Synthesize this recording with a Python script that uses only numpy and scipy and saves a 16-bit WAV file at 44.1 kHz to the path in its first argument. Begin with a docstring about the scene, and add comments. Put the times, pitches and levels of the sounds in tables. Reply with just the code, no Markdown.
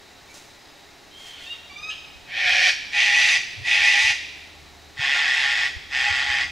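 """Faint chirps and leaf rustles over outdoor air; then two cockatoos squabble high in a gum tree:
a wheezy whine, a rising squeak, five harsh screeches. A screech is a run of uneven slaps of the
syrinx, each with a puff of air, ringing in throat and beak. Close surfaces comb the calls and the
grove answers. Insects hiss, a low rumble grows, and wind puffs softly on the microphone."""
import sys
import numpy as np
from scipy import signal
from scipy.fft import rfft, irfft, next_fast_len
from scipy.io import wavfile
from scipy.ndimage import uniform_filter1d, map_coordinates

SR = 44100
rng = np.random.default_rng(int(sys.argv[2]) if len(sys.argv) > 2 else 0)


def master_out(mix):
    """Clip the mix to full scale and print it as 16-bit PCM to the path in sys.argv[1]."""
    frames = np.transpose(np.atleast_2d(mix))
    ceiling = np.clip(frames, -1, 1)
    pcm = np.round(ceiling * 32767).astype(np.int16)
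    wavfile.write(sys.argv[1], SR, pcm)


N = 287190
T = np.arange(N) / SR
SIZE = 2 * next_fast_len(N // 2 + SR // 2)
HZ = np.maximum(np.arange(SIZE // 2 + 1) * SR / SIZE, 1)
ANTIPHASE = np.array([[1], [-1]])

# screeches (start [s], end [s], attack [s], relative level [dB], swell [dB], treble share [dB],
# brightening [dB], catch time [s], catch dip [dB])
SCREECHES = [(2.275, 2.692, 0.07, -17, 0, -18, 13, 2.47, -1),
             (2.912, 3.356, 0.023, -16.5, -0.5, -15, 5.5, 3.11, 2),
             (3.628, 4.1, .028, -16.5, -1.5, -15.5, 5, 3.79, 2.5),
             (4.958, 5.657, .03, -20, -1.5, -17.5, 2.5, 5.545, 1.5),
             (5.895, 6.426, 0.023, -21, -2.5, -17, -0.5, 6.25, 4)]
# voicing per screech (slap rate [1/s], rate spread [ratio], unevenness [dB], lock [0-1],
# windpipe round trip [ms], reflection [gain])
VOICING = [(186.5, .2, 3.5, 0.01, 0.84, -0.096), (201.7, .22, 5, 0, 0.75, -0.012),
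           (205.1, .22, 3, 0, 0.68, -.18), (135.8, .25, 3, .95, 0.67, -0.2),
           (129.8, .22, 4, .95, 0.712, -0.17)]
# throat and beak modes, three postures (frequency [Hz], width [Hz], gain [dB])
THROAT_LOW = [(575, 130, -19.5), (750, 81, -8.5), (1250, 870, -27.5), (1794, 280, 1.5), (2354, 410, 2.5),
              (3180, 700, -5), (4380, 2000, -10), (5600, 760, -11.5), (7800, 330, -32.0), (9485, 569, -38)]
THROAT_WIDE = [(724, 260, -25.5), (838, 31, -12.5), (1240, 1240, -28.5), (1939, 273, -0.5), (2480, 595, -3),
               (3410, 900, -11), (4640, 1840, -17.5), (5940, 540, -17.5), (7060, 1600, -28),
               (9379, 1400, -36.5)]
THROAT_HOARSE = [(754, 67, -16), (834, 25, -9), (1320, 1860, -21.5), (1912, 477, 0.0), (2534, 410, -5),
                 (3340, 770, -7.5), (4900, 2020, -11.5), (6720, 400, -21), (7670, 510, -21),
                 (9350, 450, -33)]
# narrow extra mode per screech (frequency [Hz], gain [dB])
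UNDERTONES = [(750, -26), (838, -38), (846, -12.5), (870, -17), (825, -6)]
# whine, its clear end, squeak (start [s], end [s], relative end level [dB], swell [dB], throb [dB],
# end rasp [0-1], crack [dB], decay [dB/s])
SOFT_NOTES = [(1.115, 1.45, -41.5, 8, 1, .75, -3, 600), (1.465, 1.526, -38, 1.5, .3, .01, 2.5, 500),
              (1.70, 1.896, -36.5, 8.5, 2, 0, 6, 258)]
# per note, at even time steps (pitch [Hz], ...)
GLIDES_HZ = [(1052, 1072, 1050, 1070, 1088), (895, 938, 935), (1170, 1160, 1222, 1262, 1282)]
# harmonics 1, 2, 3 ... (relative level [dB])
WHINE_PARTIALS_DB = [-28, -13, 0, -6, -18, -28]
SQUEAK_PARTIALS_DB = [-9, 0, -7, -7, -13, -22, -27]
# nearly closed beak, filters the rasp (frequency [Hz], gain [dB])
WHINE_BEAK = [(600, -24), (1000, -24), (1350, -17), (1900, -13), (2450, -9), (2900, -7), (3230, 0),
              (3700, -12), (4600, -20), (7000, -29), (12000, -44)]
SQUEAK_BEAK = [(700, -35), (1250, -19), (1750, -23), (2600, 4.5), (3000, 7), (3700, -5), (5000, -13),
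               (7000, -22), (13000, -36)]
# other birds (start [s], length [s], pitch [Hz], level [dB])
CHIRPS = [(.06, 0.11, 6950, -73), (0.278, 0.068, 2313, -52), (.56, 0.18, 5030, -62.5)]
# brushed leaves and feathers (peak time [s], level [dB], rise [s], decay [s])
RUSTLES = [(.31, -54.5, 0.018, .04), (.343, -46.5, 0.0023, 0.091), (1.2, -58, 0.027, 0.038),
           (1.28, -49, 0.069, 0.067), (1.42, -52, 0.017, 0.13), (1.51, -65, .01, 0.054)]
# their hiss (frequency [Hz], gain [dB])
RUSTLE_SPECTRUM = [(1500, -9), (3000, -7), (4500, -5.5), (6500, -3), (9000, -11), (13000, -20),
                   (16000, -20)]
# close reflections (delay [ms], gain [ratio])
ECHOES = [(2.638, 0.18), (3.611, 0.2), (5.295, -0.016), (5.534, 0.26), (6.408, -0.15), (7.134, 0.56),
          (7.289, -0.089), (9.544, -0.13), (9.905, 0.37), (10.694, 0.11), (11.348, 0.16), (12.44, 0.12),
          (12.986, -0.37), (13.527, 0.22)]
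# grove ring (frequency [Hz], T60 [s])
GROVE_T60 = [(500, 0.78), (2000, 1.01), (4000, 1.3), (7000, 0.96), (14000, 2.4)]
# bird balance (frequency [Hz], right boost and left cut [dB])
PAN = [(700, 1.1), (2000, .65), (2800, .5), (3800, .05)]
# wind on the microphone (time [s], level [dB], sigma [s], frequency [Hz], antiphase share [0-1])
WIND_PUFFS = [(2.163, -46, .008, 53.5, .6), (2.466, -35, .0055, 65, 0.97), (2.535, -50, .018, 65, .3),
              (3.253, -45, .004, 75, .1), (3.59, -37.5, .013, 102, 0.24), (3.622, -38, 0.0085, 113, 0.4),
              (3.818, -42, .015, 65, .85), (4.052, -39, 0.0063, 82.6, .4), (4.108, -40, .009, 99, 0.5),
              (4.999, -33.5, .005, 116, 0.3), (5.77, -32, .0065, 72, 0.7), (6.116, -33, 0.01, 88, 0.64),
              (6.303, -37, .007, 70, .5)]
# outdoor air (frequency [Hz], relative density [dB])
AIR_SPECTRUM = [(25, -6), (80, -2), (170, -4), (420, -1), (490, -6), (750, 0), (1050, -6), (1550, -7),
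                (1900, -3.5), (3200, -9), (5000, -9), (7000, -14), (9000, -22), (14000, -26)]
# its left-right likeness (frequency [Hz], coherence [0-1])
AIR_COHERENCE = [(40, 0.49), (150, 0.71), (400, 0.52), (1000, 0.74), (3000, 1), (8000, 0.96), (12000, 1)]
# low background (time [s], rumble level [dB], hum base level [dB])
LOW_LEVELS = [(0, -69, -66), (1.4, -70, -68.5), (1.8, -58, -66), (3.9, -53, -66), (4.3, -61, -59.5),
              (4.8, -58, -59), (5.5, -56.5, -61), (6.5, -49, -52.5)]
# hum tones (frequency [Hz], offset [dB])
HUM_TONES = [(77, 3.5), (151, -6), (305, -4.5)]


def screeches(trim_db=-3.5, treble_boost_db=4.0, split_hz=4200, air_loss_hz=13000, undertone_width_hz=36,
              locked_onset_s=.17, lock_changes_per_s=16):
    """The syrinx drives the throat; the opening beak brightens it; windpipe echo ripples the treble."""
    low_band = 1 / (1 + (HZ / split_hz) ** 10)
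    postures = (THROAT_LOW, THROAT_WIDE, THROAT_WIDE, THROAT_HOARSE, THROAT_HOARSE)
    out = 0
    for row, voicing, modes, (ring_hz, ring_db) in zip(SCREECHES, VOICING, postures, UNDERTONES):
        slaps_per_s, spread, uneven_db, max_lock, trip_ms, reflection = voicing
        gain, treble_share = screech_effort(*row)
        # hoarse screeches start as an even buzz, then slip in and out of it
        lock = max_lock * np.maximum(T < row[0] + locked_onset_s,
                                     np.clip(2 * drift(lock_changes_per_s), 0, 1))
        mode_gain = resonances(list(modes) + [(ring_hz, undertone_width_hz, ring_db)])
        throat = minimum_phase(mode_gain / (1 + (HZ / air_loss_hz) ** 8))
        windpipe = 1 + reflection * delay(trip_ms)
        source = syrinx(slaps_per_s, spread, uneven_db, lock)
        beak_hiss = rng.standard_normal(N)
        body = evened(through(source, throat * low_band))
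        treble = evened(through(source + beak_hiss, throat * (1 - low_band) * windpipe))
        out = out + gain * from_db(trim_db) * (body + treble_share * from_db(treble_boost_db) * treble)
    return out


def screech_effort(start_s, end_s, attack_s, level_db, swell_db, treble_db, brighten_db, catch_s, dip_db,
                   onset_db=29, fade_in_s=.014, release_db_per_s=331, treble_linger_db_per_s=124):
    """Gain and treble share: effort climbs, wavers, catches once, releases; the hiss dies more slowly."""
    age_s, after_s = np.maximum(T - start_s, 0), np.maximum(T - end_s, 0)
    from_middle = progress(start_s, end_s) - .5
    catch_db = dip_db * bell(catch_s, sigma_s=.019)
    hold_db = level_db + swell_db * from_middle - catch_db + .5 * drift(25)
    envelope_db = hold_db - onset_db * np.exp(-age_s / attack_s) - release_db_per_s * after_s
    gain = progress(start_s - fade_in_s, start_s) * from_db(envelope_db)
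    return gain, from_db(treble_db + brighten_db * from_middle + treble_linger_db_per_s * after_s)


def syrinx(slaps_per_s, spread, uneven_db, lock=0, puff_s=.0032, soft_hz=4000, leak=.5):
    """Soft slaps, each with a turbulent puff; unless locked they stumble and more air leaks."""
    loose = 1 - .85 * lock
    rate_hz = slaps_per_s * np.exp(spread * loose * drift(2 * slaps_per_s))
    cycles = np.floor(np.cumsum(rate_hz) / SR)
    strength = from_db(uneven_db * loose * np.clip(rng.standard_normal(N), -2, 2))
    slaps = np.diff(cycles, prepend=0) * strength
    puffs = unit_rms(signal.lfilter([1], [1, -np.exp(-1 / (puff_s * SR))], slaps))
    closures = signal.sosfilt(signal.butter(1, soft_hz, fs=SR, output="sos"), unit_rms(slaps))
    return (.52 + .2 * lock) * closures + (puffs + leak * loose) * rng.standard_normal(N)


def beak_wander(x, sway_s=.0004, moves_per_s=14):
    """Tongue and beak never hold still: all resonances slide together by about a percent."""
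    shift_s = uniform_filter1d(sway_s * drift(moves_per_s), SR // 40)
    return map_coordinates(x, [(T + shift_s) * SR], order=3)


def soft_call(note, glide_hz, partials_db, beak, trim_db=-1.5, full_db=-37, dull_above_hz=4200,
              shimmer_db=3.0, split_ratio=4 / 3, split_db=-6, attack_s=.0071):
    """A clear note breaks into rasp as the membranes lose rhythm; when weak, its top partials fade."""
    pitch_hz, level_db, rasp, cracked = note_shape(*note, glide_hz)
    jitter = (.007 + .0385 * rasp) * drift(500)
    phase = 2 * np.pi * np.cumsum(pitch_hz * (1 + jitter)) / SR
    weak_db = .8 * np.minimum(level_db - full_db, 0)
    tone = cracked * from_db(split_db) * np.sin(split_ratio * phase)   # split off by the crack
    for k, partial_db in enumerate(partials_db, 1):
        dull_db = weak_db * (k * pitch_hz > dull_above_hz)
        tone += from_db(partial_db + dull_db + shimmer_db * drift(90)) * np.sin(k * phase)
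    wheeze = through(syrinx(slaps_per_s=260, spread=.3, uneven_db=3.0), from_db(at_hz(beak)))
    gain = progress(note[0] - attack_s, note[0]) * from_db(level_db + trim_db)
    return gain * ((1 - rasp) * evened(tone) + np.sqrt(rasp) * evened(wheeze))


def note_shape(start_s, end_s, end_db, swell_db, throb_db, end_rasp, crack_db, decay_db_per_s, glide_hz,
               throb_s=.0614, crack_s=.013, crack_rasp=.6, crack_leap=.025):
    """A soft note glides, swells and throbs, then cracks upward and dies."""
    along, cracked = progress(start_s, end_s), progress(end_s, end_s + crack_s)
    level_db = end_db - swell_db * (1 - along)
    level_db += throb_db * np.cos(2 * np.pi * np.minimum(T - end_s, 0) / throb_s)
    level_db += crack_db * progress(end_s - crack_s / 2, end_s)
    level_db -= decay_db_per_s * np.maximum(T - end_s, 0)
    pitch_hz = np.interp(along, np.linspace(0, 1, len(glide_hz)), glide_hz) * (1 + crack_leap * cracked)
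    rasp = np.maximum(end_rasp * along, crack_rasp * cracked)
    return pitch_hz, level_db, rasp, cracked


def rustles(grain_db=1.5):
    """Each brush of leaf or feather is a quick swell of dry, grainy hiss."""
    swell = sum(from_db(db) * np.exp(-np.maximum((peak_s - T) / rise_s, (T - peak_s) / decay_s))
                for peak_s, db, rise_s, decay_s in RUSTLES)
    return swell * unit_rms(noise(from_db(at_hz(RUSTLE_SPECTRUM))) * from_db(grain_db * drift(700)))


def chirps(quaver=.0126):
    """Thin, quavering whistles of far birds."""
    phase_per_hz = 2 * np.pi * np.cumsum(1 + quaver * drift(340)) / SR
    out = 0
    for start_s, length_s, hz, db in CHIRPS:
        arch = np.sin(np.pi * progress(start_s, start_s + length_s))
        out = out + from_db(db) * np.sqrt(2) * arch * np.sin(hz * phase_per_hz)
    return out


def close_reflections(x, strength=1, rough_hz=4200):
    """Short echoes comb the sound; rough surfaces scatter away their top."""
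    echoes = sum(gain * delay(ms) for ms, gain in ECHOES)
    return through(x, 1 + strength * echoes / (1 + (HZ / rough_hz) ** 4) ** .35)


def near_leaves(x, side_db=-13.0, decay_s=.017, narrow_hz=3300, treble_floor=.16):
    """Foliage round the birds scatters a brief spray, opposite at the two ears."""
    spray = unit_midband(rfft(rng.standard_normal(N) * np.exp(-T / decay_s), SIZE))
    rolloff = treble_floor + 1 / np.hypot(1, (HZ / narrow_hz) ** 4)
    return from_db(side_db) * through(x, spray * rolloff) * ANTIPHASE


def grove(x, wet_db=-6.5, width=.47, narrow_hz=3200, build_s=.0023, dull_hz=6000):
    """A diffuse, dull tail from the grove; its stereo width is narrowed in the treble."""
    hz, age_s, cells = signal.stft(rng.standard_normal((2, SR)), SR, nperseg=256)
    t60_s = at_hz(GROVE_T60, hz + 1)[:, None]
    tail = signal.istft(cells * from_db(-60 * age_s / t60_s) * (1 - np.exp(-age_s / build_s)))[1]
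    response = unit_midband(rfft(tail, SIZE) / np.hypot(1, (HZ / dull_hz) ** 2))
    response[1] *= width / np.hypot(1, (HZ / narrow_hz) ** 4)
    mid, side = from_db(wet_db) * through(x, response)
    return mid + side * ANTIPHASE


def wind_puffs():
    """Each puff is a brief low swing of pressure, out of step at the two microphone ports."""
    out = 0
    for time_s, db, sigma_s, hz, opposite in WIND_PUFFS:
        phase = 2 * np.pi * hz * (T - time_s)
        swing = np.sqrt(1 - opposite) * np.sin(phase) + np.sqrt(opposite) * np.cos(phase) * ANTIPHASE
        out = out + from_db(db) * np.sqrt(2) * bell(time_s, sigma_s) * swing
    return out


def air(mid_db=-49.5):
    """Far outdoor noise, lightly combed, wider in the bass."""
    colour, coherence = from_db(at_hz(AIR_SPECTRUM)), at_hz(AIR_COHERENCE)
    mid = through(rng.standard_normal(N), colour)
    side = through(rng.standard_normal(N), colour * np.sqrt((1 - coherence) / (1 + coherence)))
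    return from_db(mid_db) * (close_reflections(mid, strength=.28) + side * ANTIPHASE) / np.std(mid)


def insects(centre_hz=3880, width_hz=480, level_db=-58):
    """A steady, narrow band of hiss."""
    return from_db(level_db) * noise(resonances([(centre_hz, width_hz, 0)]))


def rumble_and_hum(rumble_hz=42, width_hz=130, waver_db=2.0):
    """Wide low noise and a centred, wavering hum; both grow unevenly."""
    times_s, *levels_db = np.transpose(LOW_LEVELS)
    rumble_db, hum_db = [np.interp(T, times_s, db) for db in levels_db]
    band = resonances([(rumble_hz, width_hz, 0)])
    rumble = from_db(rumble_db) * np.array([noise(band), noise(band)])
    hum = sum(from_db(hum_db + db + waver_db * drift(7.8)) * np.sin(2 * np.pi * hz * T + drift(4.2))
              for hz, db in HUM_TONES)
    return rumble + hum


def motor_whine(pitch_hz=420, level_db=-66.5):
    """A small motor's faint tone, opposite in the two channels."""
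    return from_db(level_db) * np.sqrt(2) * np.sin(2 * np.pi * pitch_hz * T) * ANTIPHASE


def from_db(db):
    """Decibels to gain."""
    return 10 ** (np.asarray(db) / 20)


def unit_rms(x):
    """Scale to unit power."""
    return x / np.sqrt(np.mean(x ** 2) + 1e-20)


def unit_midband(response):
    """Scale to unit power gain over 1.5-3.5 kHz."""
    return response / np.sqrt(np.mean(np.abs(response[..., (HZ > 1500) & (HZ < 3500)]) ** 2))


def evened(x, window_s=.016):
    """Hold short-term power at 1; keep the fast grain."""
    return x / np.sqrt(np.abs(uniform_filter1d(x ** 2, int(window_s * SR))) + 1e-9)


def progress(start_s, end_s):
    """Clamped ramp, 0 to 1."""
    return np.clip((T - start_s) / max(end_s - start_s, 1e-3), 0, 1)


def bell(centre_s, sigma_s):
    """Gaussian swell, peak 1."""
    return np.exp(-.5 * ((T - centre_s) / sigma_s) ** 2)


def drift(knots_per_s):
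    """Random wander, unit RMS."""
    knots = rng.standard_normal(int(N / SR * knots_per_s) + 3)
    return unit_rms(np.interp(T * knots_per_s, np.arange(len(knots)), knots))


def noise(gain):
    """Coloured noise, unit RMS."""
    return unit_rms(through(rng.standard_normal(N), gain))


def at_hz(points, hz=HZ):
    """Read a table along log frequency."""
    knots_hz, values = np.transpose(points)
    return np.interp(np.log(hz), np.log(knots_hz), values)


def through(x, response):
    """Apply a frequency response."""
    return irfft(rfft(x, SIZE) * response, SIZE)[..., :N]


def delay(ms):
    """Response of a pure delay."""
    return np.exp(-2j * np.pi * HZ * ms / 1000)


def resonances(modes):
    """Gain of a set of steep-sided resonances."""
    return np.sqrt(sum(from_db(db) ** 2 / (1 + ((HZ ** 2 - hz ** 2) / (HZ * width_hz)) ** 2) ** 2
                       for hz, width_hz, db in modes))


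def minimum_phase(gain):
    """Response with this gain that rings after a blow, never before."""
    cepstrum = irfft(np.log(gain + 1e-6))
    cepstrum[1:SIZE // 2] *= 2
    cepstrum[SIZE // 2 + 1:] = 0
    return np.exp(rfft(cepstrum))


def scene(head_down_db=7.0, scatter_low_hz=1500):
    """Birds just right of centre; the soft calls, made head down, arrive more by way of the grove."""
    facing = beak_wander(screeches()) + rustles() + chirps()
    whine, squeak = (WHINE_PARTIALS_DB, WHINE_BEAK), (SQUEAK_PARTIALS_DB, SQUEAK_BEAK)
    soft = sum(soft_call(note, glide_hz, *voice)
               for note, glide_hz, voice in zip(SOFT_NOTES, GLIDES_HZ, (whine, whine, squeak)))
    direct = facing + soft
    # long waves slip past the leaves
    scattered = through(facing + from_db(head_down_db) * soft, HZ / np.hypot(HZ, scatter_low_hz))
    birds = close_reflections(direct) + near_leaves(direct) + grove(scattered)
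    panned = through(birds, from_db(at_hz(PAN) * [[-1], [1]]))
    return panned + wind_puffs() + air() + insects() + rumble_and_hum() + motor_whine()


def record(dry, cutoff_hz=15750, edge_hz=100):
    """Steep low-pass."""
    return through(dry, np.clip((cutoff_hz - HZ) / edge_hz, 0, 1))


dry = scene()
out = record(dry)
master_out(out)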